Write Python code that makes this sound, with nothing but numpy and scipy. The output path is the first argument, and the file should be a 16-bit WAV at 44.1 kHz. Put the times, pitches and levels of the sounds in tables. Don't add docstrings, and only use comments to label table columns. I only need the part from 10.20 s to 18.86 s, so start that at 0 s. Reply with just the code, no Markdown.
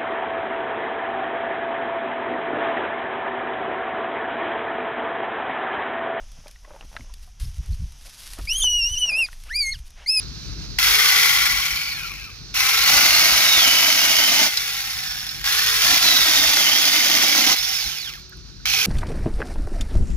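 import sys
import numpy as np
from scipy import signal
from scipy.fft import rfft, irfft
from scipy.io import wavfile
from scipy.ndimage import uniform_filter1d

SR = 44100
rng = np.random.default_rng(int(sys.argv[2]) if len(sys.argv) > 2 else 0)


def log_audio(samples):
    frames = np.atleast_2d(samples).T
    limited = np.clip(frames, -1, 1)
    pcm = np.round(limited * 32767).astype(np.int16)
    wavfile.write(sys.argv[1], SR, pcm)


N = 381906
TIME = np.arange(N) / SR
FREQ = np.maximum(np.arange(N // 2 + 1) * SR / N, 1)

# time in seconds, relative level in dB.
RUMBLE_LEVEL = [(.5, -26), (.8, -35), (1.4, -33), (3.2, -33), (4.0, -42.5), (5.0, -36.5), (6.1, -33),
                (6.8, -42.5), (8.66, -32)]
HISS_LEVEL = [(.55, -38.5), (2.25, -42), (8.1, -45.5), (8.66, -47)]
# frequency in Hz, level in dB.
DISTANT_HUM = [(49, -79), (98, -59.5), (150, -61.5)]
# start and end in seconds, frequency in Hz, level in dB.
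LINGERING_TONE = (7.5, 8.2, 372, -60)
# frequency in Hz, relative gain in dB.
RUMBLE_SPECTRUM = [(20, -47), (45, 13.5), (80, 2.5), (150, 2), (250, -9.5), (400, -15), (1500, -105)]
HISS_SPECTRUM = [(300, -9.5), (900, -13), (1400, -5), (2000, -8.5), (3300, -6), (4200, 4.5), (6000, -1),
                 (8000, -23.5), (15000, -26)]
CHAIN_SPECTRUM = [(300, -62), (600, -38), (1500, -1), (2800, 2.5), (6100, 3), (7300, -6), (8600, -18),
                  (12000, -6)]
SIZZLE_SPECTRUM = [(7000, -52), (8700, -23), (9800, 8), (15500, -5.5)]
SLAP_SPECTRUM = [(400, -25), (2200, 3.5), (5500, -3.5), (8500, -15.5), (11000, -13)]
WOOD_SPECTRUM = [(100, -8), (220, -4.5), (460, -11), (620, 2), (800, 6), (950, 0), (2000, 0.5), (6000, 11),
                 (8500, -13.5), (11000, -4.5), (15000, -2)]

PULLS = [ (.5845, 1.065, 1.265, -18.7, 1.6, -8.5, -26.5, 39, -4, 6),
         (2.340, 4.5, 1.5, -21, .95, -7, -23, 22, -2, -9),
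         (5.239, 7.541, .51, -21.7, 1.09, -9.5, -11, 7, 6, -4),
         (8.453, 8.7, 1.3, -23, 1.24, -13, -22, 22, 0, 1), ]
# bite and breakthrough in seconds, wood level in dB, relative growl in dB, change of
# saw level once free in dB, shaft speed still lost once free in Hz.
CUTS = [(2.685, 4.259, -37.5, -11.5, -7, 10), (5.625, 7.323, -38, -8, -5, 36)]
# time in seconds, shaft speed in Hz, relative whine in dB.
UNDER_LOAD = [
    [(2.76, 318, -22), (2.88, 308, -12), (3.07, 286, -13), (3.26, 276, -11), (3.35, 267, -3),
     (3.47, 213, -4), (3.6, 216, -7), (3.75, 212, -16), (3.82, 201, -6), (4.06, 219, -9), (4.25, 208, -12)],
    [(5.76, 298, -20), (5.85, 288, -6), (5.93, 281, -3), (6.08, 259, -10), (6.22, 261, -9), (6.39, 240, -9),
     (6.49, 213, -4), (6.57, 234, -9), (6.78, 259, -14), (6.85, 231, -11), (7.02, 240, -17),
     (7.31, 210, -13)],
]
# time and half length in seconds, fraction of the load lost.
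HOP = (5.8, .02, .9)

# time in seconds, three centres in Hz.
STEEL_MODES = [(1.0, 3340, 4430, 5280), (2.45, 2700, 4190, 5560), (3.1, 2905, 4460, 5250),
               (4.0, 3070, 4670, 5360), (4.6, 3590, 4390, 5470), (6.9, 3085, 4720, 5050),
               (7.5, 3600, 4500, 5360), (8.5, 3100, 4270, 5730)]
# time in seconds, centre in Hz, relative level in dB.
BAR_MODE = [(.6, 2090, -8.5), (1.3, 2100, -4), (1.7, 2330, -2.5), (2.1, 2500, 4), (2.34, 2160, -8),
            (4.45, 2110, -8.5), (4.75, 1970, -11), (4.92, 1630, -8.5), (5.6, 1924, -12.5),
            (7.3, 2120, -5.5), (7.45, 2160, -15), (8.45, 2410, -4)]
# centre in Hz, bandwidth in Hz, relative gain in dB.
SHELL_MODES = [(795, 58, 0)]
HOUSING_MODES = [(1090, 124, -5), (1373, 120, -1), (1523, 110, -3)]
BRANCH_MODES = [(268, 193, 0)]
LINK_MODES = [(3930, 260, -13), (4270, 350, -15.5), (5070, 240, -12)]
STICK_MODES = [(1240, 110, -11), (1470, 280, 8)]
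# multiple of the shaft speed, relative level in dB.
MESH_ORDERS = [(14, 0), (28, 0), (42, -10)]
# frequency in Hz, gain in dB.
CASING_RESPONSE = [(950, -30), (1170, 2), (1500, 4), (2100, -3), (3000, 3), (4600, 3), (5450, 4),
                   (6100, -30)]

# midpoint and half length in seconds, top pitch in Hz, #
# fractional fall of pitch at the ends, level in dB.
HIGH_TONES = [(1.66, .13, 4520, .06, -33.5), (2.84, .32, 4620, .24, -26.5), (4.9, .3, 5350, 0, -38),
              (7.49, .14, 5550, .15, -32), (7.55, .22, 6300, .02, -41)]
# start in seconds, relative level in dB.
SLAPS = [(1.157, -9), (1.252, -3), (1.455, -8)]
SNAGS = [(2.675, -9), (3.479, -9), (5.619, -10), (5.777, -8), (7.246, -11), (7.271, -11)]
CLINKS = [(4.371, 4), (4.834, -11), (5.090, -12), (7.385, -7)]
TICKS = [(8.095, -37), (8.171, -43)]
KNOCKS = [(8.1195, -41), (8.3958, -58)]

# time in seconds, left minus right in dB.
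PAN = [(1.7, 4), (7.0, 1.5), (7.6, -1)]
# frequency in Hz, left minus right in dB.
PORT_BALANCE = [(60, 6.5), (450, 0), (1350, 5.5), (1750, 0.5), (2150, 10), (2900, -7.5), (3500, -2.5),
                (5800, -12.5), (9000, 7), (14000, 0)]
# frequency in Hz, coherence from 0 to 1.
PORT_COHERENCE = [(130, 0.57), (350, 0.87), (1000, 0.97), (2200, 0.99), (4500, 0.69), (8000, 0.35)]
# frequency in Hz, lead of the left in radians.
PORT_PHASE = [(500, 0.56), (1400, 1.05), (1850, 1.9), (2300, 0.97), (3100, 1.84), (7000, 1.59)]

FREE_HZ = 436.6
SPIN_S, DRAG_S = .042, .9
STEEL_DB, STEEL_WIDTH_HZ, BAR_WIDTH_HZ = [-9, -10, -8], 310, 355
SHELL_DB, SHELL_FREED_DB = -24, 3.5
TAUT_DB, WHINE_FREE_DB = 2.5, -21
SAW_SINK_DB, HOUSING_SINK_DB, GROWL_SINK_DB = -3, -7, 5
BREAK_DB, BREAK_S = 3, 0.22


def undb(db):
    return 10 ** (np.asarray(db) / 20)


def unit(x):
    return x / np.sqrt(np.mean(x ** 2) + 1e-18)


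def curve(rows, column=1):
    rows = np.array(rows)
    return np.interp(TIME, rows[:, 0], rows[:, column])


def latest(rows):
    rows = np.array(rows)
    return rows[np.maximum(np.searchsorted(rows[:, 0], TIME) - 1, 0)].T


def spectrum(points):
    hz, value = np.transpose(points)
    return np.interp(np.log(FREQ), np.log(hz), value)


def colour(x, points):
    return irfft(rfft(x) * undb(spectrum(points)), N)


def noise():
    return rng.standard_normal((2, N))


def walk(rate_hz):
    step = max(int(SR / rate_hz), 1)
    held = np.repeat(rng.standard_normal(N // step + 1), step)
    return unit(uniform_filter1d(held, step)[:N])


def ring(x, modes):
    response = sum((-1) ** k * undb(db) / (1 + 1j * (FREQ / hz - hz / FREQ) * hz / width)
                   for k, (hz, width, db) in enumerate(modes))
    return irfft(rfft(x) * response, N)


def moving_ring(force, hz, width_hz):
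    carrier = np.exp(2j * np.pi * np.cumsum(hz) / SR)
    lowpass = signal.butter(2, width_hz / 2, fs=SR, output="sos")
    return unit(np.real(carrier * signal.sosfilt(lowpass, force * noise() / carrier)))


def fade(x, seconds):
    return signal.lfilter([1], [1, -np.exp(-1 / (SR * seconds))], x)


def settle(start, seconds):
    return 1 - np.exp(-np.maximum(TIME - start, 0) / seconds)


def during(start, end, edge_s):
    return np.clip(1 + np.minimum(TIME - start, end - TIME) / edge_s, 0, 1)


def impacts(hz, scatter_db, decay_s):
    count = np.cumsum(hz * np.exp(.35 * walk(500))) / SR
    size = undb(scatter_db * np.clip(rng.standard_normal(N), -2.2, 2.2))
    return unit(fade(np.diff(np.floor(count), prepend=0) * size, decay_s))


def bursts(events, decay_s, rise_s=0.00025):
    hits = np.zeros(N)
    for start, db in events:
        hits[int(start * SR)] = undb(db)
    return (fade(hits, decay_s) - fade(hits, rise_s)) * noise()


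def outdoors():
    rumble = unit(colour(noise(), RUMBLE_SPECTRUM)) * undb(curve(RUMBLE_LEVEL) - 9.5 + 2.1 * walk(20))
    hiss = unit(colour(noise(), HISS_SPECTRUM)) * undb(curve(HISS_LEVEL) + walk(28))
    hum = sum(undb(db + 2 * walk(1.75)) * np.sqrt(2) * np.sin(2 * np.pi * hz * TIME + .5 * walk(1.87))
              for hz, db in DISTANT_HUM)
    start, end, tone_hz, tone_db = LINGERING_TONE
    tone = during(start, end, 0.25) * undb(tone_db + 2 * walk(12)) * np.sin(2 * np.pi * tone_hz * TIME)
    return rumble + hiss + np.outer([1, 0], hum + tone)


def drive():
    pressed, released, coast_s = latest(PULLS)[:3]
    spun = settle(pressed, SPIN_S)
    remaining = np.clip(1 - settle(released, DRAG_S) / (1 - np.exp(-coast_s / DRAG_S)), 0, 1)
    speed = FREE_HZ
    for (bite, through, *_, lost_hz), loaded in zip(CUTS, UNDER_LOAD):
        bogged, recovered = settle(bite, SPIN_S), settle(through, SPIN_S)
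        droop_hz = (bogged - recovered) * (FREE_HZ - curve(loaded))
        speed = speed - droop_hz - recovered * lost_hz * (bite > pressed)
    return speed * spun * remaining, spun, remaining


def grip():
    bite, through = latest(CUTS)[:2]
    hop_s, half_s, lost = HOP
    return during(bite, through, edge_s=0.036) * (1 - lost * np.exp(-((TIME - hop_s) / half_s) ** 2))


def chain(speed, shell_gain, housing_gain, links_per_turn=.6, friction=1.0):
    blows = impacts(links_per_turn * speed + 60, scatter_db=3.5, decay_s=0.0024)
    blows = blows / np.sqrt(uniform_filter1d(blows ** 2, SR // 16) + 1e-6)
    loose_hits = impacts(np.full(N, 70.), scatter_db=15, decay_s=0.0074)
    rattle = 2 * np.tanh(loose_hits / 2) * np.exp(-speed / 260)
    force = unit(np.sqrt(friction ** 2 + blows ** 2 + rattle ** 2))
    clatter = undb(1) * unit(colour(force * noise(), CHAIN_SPECTRUM))
    sizzle = undb(-11.5) * unit(colour((blows + 1.2) * noise(), SIZZLE_SPECTRUM))
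    steel = 0
    for column, db in enumerate(STEEL_DB, start=1):
        centre_hz = curve(STEEL_MODES, column) * (1 + .018 * walk(9))
        steel += undb(db) * moving_ring(force + rattle, centre_hz, STEEL_WIDTH_HZ)
    shell = shell_gain * unit(ring(force * noise(), SHELL_MODES))
    bar = undb(curve(BAR_MODE, column=2)) * moving_ring(force, curve(BAR_MODE), BAR_WIDTH_HZ)
    housing = undb(-4.5) * housing_gain * unit(ring(force * noise(), HOUSING_MODES))
    return clatter + sizzle + steel + bar + housing + shell


def motor(speed, load, whine_db, overtone_db):
    angle = 2 * np.pi * np.cumsum(speed * (1 + 0.004 * walk(60))) / SR
    hum = np.clip(speed / 440, 0, 1) ** 4 * np.sin(angle) * undb(-25.5 + 2 * walk(60) - 10 * load)
    whine = 0
    for k, (order, db) in enumerate(MESH_ORDERS):
        casing_db = np.interp(order * speed, *np.transpose(CASING_RESPONSE))
        radiated = undb(db + overtone_db * (k > 0) + casing_db + 2.4 * walk(110))
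        backlash = (.42 + speed / 420) * (.65 * walk(600) + walk(110))
        contact = np.clip(speed / 230 + .6 + .4 * walk(70), 0, 1)
        damping = 1 + 4 * k * load
        whine += contact * radiated * np.sin(order * angle + backlash) / damping
    return hum + whine * undb(whine_db)


def saw(speed, spun, remaining):
    pressed, released, _, saw_db, exponent, housing_db, release_db, slow_db, overtone_db, _ = latest(PULLS)
    bite, through, _, _, freed_db, _ = latest(CUTS)
    load = grip()
    depth = np.clip((TIME - bite) / (through - bite), 0, 1) * (bite > pressed)
    freed = depth * (1 - load)
    level_db = saw_db + load * (TAUT_DB + SAW_SINK_DB * depth) + freed * freed_db
    level = undb(level_db) * spun ** 0.32 * remaining ** exponent
    powered_db = WHINE_FREE_DB + load * (curve(np.vstack(UNDER_LOAD), column=2) - WHINE_FREE_DB)
    whine_db = np.where(TIME < released, powered_db, release_db + slow_db * (1 - remaining) ** 2)
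    shell_gain = undb(SHELL_DB + SHELL_FREED_DB * freed)
    housing_gain = undb(housing_db + HOUSING_SINK_DB * depth)
    clatter = chain(speed, shell_gain, housing_gain)
    return level * (clatter + motor(speed, load, whine_db, overtone_db * (TIME > released)))


def slaps(take_up_s=0.0025):
    jerks = [(pressed + take_up_s, db) for pressed, *_, db in PULLS]
    taut = bursts(jerks, decay_s=0.0023, rise_s=0.0006)
    slack = bursts(SLAPS, decay_s=0.013, rise_s=0.0021)
    return undb(-5) * colour(taut + slack, SLAP_SPECTRUM)


def high_tones():
    out = 0
    for middle, half, hz, sag, db in HIGH_TONES:
        arch = np.minimum(((TIME - middle) / half) ** 2, 1)
        pitch = hz * (1 - sag * arch + .028 * walk(700))
        out += undb(db + 2 * walk(90)) * (1 - arch ** 3) * np.sin(2 * np.pi * np.cumsum(pitch) / SR)
    return out


def snags():
    return colour(bursts(SNAGS, decay_s=0.0034), CHAIN_SPECTRUM)


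def cutting(speed, teeth_per_turn=.3):
    bite, through, wood_db, branch_db = latest(CUTS)[:4]
    growl_db = branch_db + GROWL_SINK_DB * np.clip((TIME - bite) / (through - bite), 0, 1)
    feed = grip() * undb(wood_db + BREAK_DB * np.exp(-np.abs(through - TIME) / BREAK_S))
    tearing = impacts(teeth_per_turn * speed + 20, scatter_db=5, decay_s=0.011) + 0.45
    rasp = undb(15.5) * unit(colour(tearing * noise(), WOOD_SPECTRUM))
    growl = undb(growl_db) * unit(ring(ring(tearing * noise(), BRANCH_MODES), BRANCH_MODES))
    return feed * (rasp + growl)


def clinks():
    return undb(14) * ring(bursts(CLINKS, decay_s=.006), LINK_MODES)


def ticks():
    return undb(8) * np.diff(bursts(TICKS, decay_s=0.00056, rise_s=0.00027), prepend=0)


def wood_knocks():
    blows = bursts(KNOCKS, decay_s=0.0074, rise_s=0.0025)
    return undb(14.5) * ring(ring(blows, STICK_MODES), STICK_MODES)


def ground_echo(x, lag_s=.0035, reflection=0.32):
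    late = TIME - lag_s * (1 + 0.126 * walk(1.5))
    return x + reflection * np.array([np.interp(late, TIME, side) for side in x])


def ports(x):
    shared, own = rfft(x)
    coherence = spectrum(PORT_COHERENCE)
    right = (coherence * shared + np.sqrt(1 - coherence ** 2) * own) * np.exp(-1j * spectrum(PORT_PHASE))
    lean = undb(spectrum(PORT_BALANCE))
    return irfft(np.array([lean * shared, right]) * np.sqrt(2 / (1 + lean ** 2)), N)


def scene():
    speed, spun, remaining = drive()
    direct = saw(speed, spun, remaining) + high_tones() + cutting(speed)
    direct += slaps() + snags() + clinks() + wood_knocks() + ticks()
    near = undb(2) * ground_echo(direct)
    return ports(near) * undb(np.outer([.5, -.5], curve(PAN))) + ports(outdoors())


def record(dry, ceiling=.85, top_hz=15500):
    rounded = dry / (1 + (dry / ceiling) ** 4) ** .25
    return signal.sosfilt(signal.ellip(10, .2, 80, top_hz, fs=SR, output="sos"), rounded)


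dry = scene()
out = record(dry)
log_audio(out)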